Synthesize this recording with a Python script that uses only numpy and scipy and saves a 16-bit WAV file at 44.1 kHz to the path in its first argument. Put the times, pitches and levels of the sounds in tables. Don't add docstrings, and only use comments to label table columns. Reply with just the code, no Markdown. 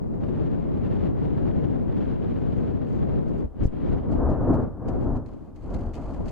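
import sys
import numpy as np
from scipy.fft import rfft, irfft, next_fast_len
from scipy.io import wavfile
from scipy.ndimage import map_coordinates

SR = 44100
rng = np.random.default_rng(int(sys.argv[2]) if len(sys.argv) > 2 else 0)


def wav_out(sig):
    wavfile.write(sys.argv[1], SR, np.round(np.clip(np.atleast_2d(sig).T, -1, 1) * 32767).astype(np.int16))


N = 278271

# f/Hz, relative level/dB
BUFFET_COLOUR = [(8, -27.5), (22, -6.5), (45, -3.5), (75, -0.5), (130, 2), (260, -1), (390, -6.5),
                 (520, -12.5), (700, -20), (1000, -28), (1500, -41), (2200, -49.5), (3500, -70),
                 (7000, -110)]
EDDY_COLOUR = [(300, -16.5), (800, 4), (1500, 5), (2200, -1.5), (3100, -4.5), (3600, -9), (4400, -12.5),
               (5500, -20), (7500, -29), (11000, -39)]
RUSTLE_COLOUR = [(200, -39), (700, -15.5), (1900, 7), (3100, 2), (3700, -4.5), (4500, 2), (5700, -5.5),
                 (6900, -3), (7600, -7), (8400, -8.5), (9800, -18), (12000, -20.5), (15500, -25.5)]
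HISS_COLOUR = [(100, 6.5), (1500, 5), (5000, 1), (10000, 0), (16000, -3)]
ROAR_COLOUR = [(30, -58), (120, -21.5), (300, -9), (400, -0.5), (640, 0), (760, -4.5), (900, -7),
               (1150, -11), (1450, -18.5), (1800, -28), (2300, -48.5), (4000, -62.5), (8000, -110)]
RUMBLE_COLOUR = [(10, -39), (50, -11.5), (85, -3), (115, 2.5), (170, -5), (240, 0), (310, -2), (400, -10.5),
                 (700, -26.5), (1500, -81.5), (4000, -120)]
HEAVE_COLOUR = [(6, -27.5), (20, -2.5), (32, 3), (45, -2.5), (62, -0.5), (85, -5), (130, -15.5),
                (300, -38.5), (1500, -100)]
SIZZLE_COLOUR = [(1500, -27), (4500, -0.5), (6200, 1), (8200, -4), (10500, -14), (15500, -10)]
# f/Hz, correlation (-1..1)
BUFFET_LIKENESS = [(40, -0.63), (150, -0.69), (400, -0.69), (900, -0.4), (2000, 0.16)]
EDDY_LIKENESS = [(1000, 1), (3000, .65), (4300, 0.43), (5100, -.35), (6500, 0.73)]
RUSTLE_LIKENESS = [(2000, 0.6), (4200, 0.7), (5100, -0.4), (6200, 0.5), (8500, 0.68), (13000, .4)]
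ROAR_LIKENESS = [(300, 0.99), (1000, 0.93), (2000, 0.38)]
RUMBLE_LIKENESS = [(40, 0.62), (300, 0.77)]

# t/s, hold/s, rise/s, fall/s, buffet/dB, eddy/dB
GUSTS = [(0, .2, .1, .2, -28.5, -80.5), (.235, .36, .1, .26, -24.5, -59.5),
         (.665, 2.78, .13, .04, -24.8, -65), (.87, .2, .3, .11, -36, -59),
         (1.19, .49, .035, .42, -28.5, -58.8), (2.03, 1.42, .5, .025, -38, -57.7),
         (3.07, .11, .2, .11, -26.5, -64), (3.608, .02, .045, .075, -24, -56.5),
         (3.89, .045, .3, .2, -22, -55.5), (4.11, .1, .24, .22, -24, -65.5),
         (4.34, .3, .2, .11, -28.3, -69.5), (4.915, .135, .14, .19, -26.5, -69),
         (5.32, .02, .21, .3, -39, -76), (5.72, .045, .165, .28, -35.5, -74),
         (6.2, .09, .33, .2, -31.5, -73)]
# t/s, hold/s, level/dB
RUBS = [(0, .27, -78), (2.32, .3, -78.5), (2.56, .07, -74.5), (2.88, .12, -69.3), (3.34, .07, -74.5),
        (4.3, .33, -77.5), (4.9, .27, -74.3), (5.31, .17, -77), (5.615, .28, -72), (5.705, .105, -67),
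        (6.0, .16, -65.7), (6.22, .09, -70)]
# t/s, level/dB, fall/s
CRACKLES = [(3.286, -64, .032), (3.383, -66.5, .037), (4.113, -57, .056), (4.298, -63, .05),
            (4.312, -67, .01), (4.492, -65, .007), (4.538, -60, .042), (4.886, -54.5, .026),
            (5.029, -66, .052), (5.158, -66, .044), (5.262, -66.5, .085), (5.562, -64.5, .04),
            (5.742, -53.3, .021), (5.807, -62, .035), (5.942, -53, .076), (6.26, -56, .054),
            (6.285, -52.5, .07)]
# left delay/s, right delay/s, level/dB
NEAR_ECHOES = [(.00192, .00195, -14), (.0043, 0.0053, -13), (.0087, .0101, -14), (0.013, .0126, -15.5)]
# t/s, hold/s, roar/dB, rumble/dB, heave/dB
SURGES = [(.23, .2, -53, -37, -42), (3.92, .075, -45.5, -41, -31.5), (4.115, .08, -41.5, -30.5, -29.5),
          (4.235, .08, -33, -26.5, -27), (4.41, .19, -34.2, -27, -32), (4.505, .016, -37, -20, -27),
          (4.87, .09, -40.5, -32.5, -33), (5.07, .085, -39, -26.3, -27), (5.71, .17, -43, -34, -30.5),
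          (5.98, .33, -45.2, -39.3, -35.5)]
# t/s, left/dB, right/dB, sizzle/dB
POPS = [(3.442, -27, -39.5, -87), (3.621, -12, -21, -82), (3.633, -20.5, -42, -63),
        (3.6542, -7.5, -9, -63.5), (3.676, -50.5, -18, -89)]
# t/s, hold/s, level/dB
SHOVES = [(3.452, 0.018, -27.5), (3.613, .02, -24.5)]
# f/Hz, left over right/dB
PORT_BALANCE = [(70, 1), (140, -3), (260, 0.72), (1000, 1), (4500, 2), (8000, -1), (12000, -0.5)]


def amp(db):
    return 10 ** (np.asarray(db) / 20)


def unit(x):
    return x / np.sqrt(np.mean(x ** 2) + 1e-20)


def along(points, hz):
    f, v = np.transpose(points)
    return np.interp(np.log(hz + 1), np.log(f + 1), v)


def wobble(rate):
    knots = rng.standard_normal(int(N * rate / SR) + 4)
    return map_coordinates(knots, [np.arange(N) * rate / SR])


def filtered(x, response):
    size = next_fast_len(N + SR // 2)
    return irfft(rfft(x, size) * response(np.fft.rfftfreq(size, 1 / SR)), size)[..., :N]


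def rush(colour, likeness, drive=1):
    def mid_side(hz):
        width = np.arccos(np.clip(along(likeness, hz), -.99, .99)) / 2
        return amp(along(colour, hz)) * np.array([np.cos(width), np.sin(width)])
    mid, side = filtered(rng.standard_normal((2, N)) * drive, mid_side)
    return unit(np.array([mid + side, mid - side]))


def lean(x, left_db):
    return x * amp([[left_db / 2], [-left_db / 2]])


def swell(start, hold, rise, fall):
    age = np.arange(N) / SR - start
    return amp(-20 * (np.maximum(-age, 0) / rise + np.maximum(age - hold, 0) / fall))


def together(gains, floor_db=-120):
    return np.sqrt(sum(g ** 2 for g in gains) + amp(floor_db) ** 2)


def gusts():
    large, fine, t = [], [], np.arange(N) / SR
    sag_db_per_s = 5.1
    for start, hold, rise, fall, buffet_db, eddy_db in GUSTS:
        gust = swell(start, hold, rise, fall)
        large.append(amp(buffet_db) * gust)
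        fine.append(amp(eddy_db - sag_db_per_s * np.maximum(t - start, 0)) * gust)
    return together(large, floor_db=-48), together(fine, floor_db=-89)


def wind(buffet_gain, eddy_gain):
    lumps = wobble(45)
    buffet = rush(BUFFET_COLOUR, BUFFET_LIKENESS, drive=amp(1.4 * lumps))
    fizz = rush(EDDY_COLOUR, EDDY_LIKENESS, drive=amp(1.7 * lumps + 2.0 * wobble(350)))
    return lean(buffet_gain * buffet, left_db=3.0) + amp(3.0) * eddy_gain * fizz


def rustle(buffet_gain):
    rubs = [amp(db) * swell(start, hold, rise=.11, fall=.085) for start, hold, db in RUBS]
    crackles = [amp(db) * swell(start, hold=0, rise=.011, fall=fall) for start, db, fall in CRACKLES]
    stir = amp(-57.3) * buffet_gain
    gain = amp(-0.5) * together(rubs + crackles + [stir])
    grains = rush(RUSTLE_COLOUR, RUSTLE_LIKENESS, drive=amp(2.6 * wobble(1500) + 2.2 * wobble(110)))
    return lean(near_echoes(gain * grains), left_db=2.3)


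def near_echoes(x):
    def comb(hz):
        return 1 + sum(amp(db) * np.exp(-2j * np.pi * hz * np.array([[left], [right]]))
                       for left, right, db in NEAR_ECHOES)
    return filtered(x, comb)


def hiss():
    return amp(-80.5) * rush(HISS_COLOUR, likeness=[(1000, .05)])


def surges():
    body, rumble, heave = [], [], []
    rise = .144
    for start, hold, roar_db, rumble_db, heave_db in SURGES:
        roll = amp(-16) * swell(start, hold, rise, fall=.95)
        surge = np.maximum(swell(start, hold, rise, fall=.137), roll)
        body.append(amp(roar_db) * surge)
        rumble.append(amp(rumble_db) * surge)
        heave.append(amp(heave_db) * swell(start, hold, rise=.17, fall=.177))
    shoves = [amp(db) * swell(start, hold, rise=.032, fall=.032) for start, hold, db in SHOVES]
    return (together(body, floor_db=-61), together(rumble, floor_db=-57),
            together(heave + shoves, floor_db=-46.5))


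def roar():
    roar_gain, rumble_gain, heave_gain = surges()
    tumble = wobble(30)
    churn = amp(tumble + 0.98 * wobble(120))
    body = amp(2.2) * roar_gain * rush(ROAR_COLOUR, ROAR_LIKENESS, drive=churn)
    rumble = rumble_gain * rush(RUMBLE_COLOUR, RUMBLE_LIKENESS, drive=amp(1.2 * tumble))
    heave = heave_gain * rush(HEAVE_COLOUR, RUMBLE_LIKENESS)
    return body + lean(rumble, left_db=1.5) + lean(heave, left_db=1.0)


def pops():
    thuds, sizzle_gain, t = np.zeros((2, N)), np.zeros(N), np.arange(N) / SR
    jump_s, leak_s, undershoot_s, recovery_s = .0012, .0047, .025, .021
    for start, left_db, right_db, sizzle_db in POPS:
        age = np.maximum(t - start, 0)
        jump = 1 - np.exp(-(age / jump_s) ** 2)
        leak = 1.94 * np.exp(-age / leak_s) - 0.23 * np.exp(-age / undershoot_s)
        thuds += amp([[left_db], [right_db]]) * jump * leak
        sizzle_gain += amp(sizzle_db) * jump * (age < recovery_s)
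    return thuds + sizzle_gain * rush(SIZZLE_COLOUR, likeness=[(1000, .05)])


def scene():
    buffet_gain, eddy_gain = gusts()
    return wind(buffet_gain, eddy_gain) + pops() + roar() + rustle(buffet_gain) + hiss()


def record(dry):
    top_hz = 15720
    port_share = np.array([[.5], [-.5]])
    return filtered(dry, lambda hz: (hz < top_hz) * amp(along(PORT_BALANCE, hz) * port_share))


dry = scene()
out = record(dry)
wav_out(out)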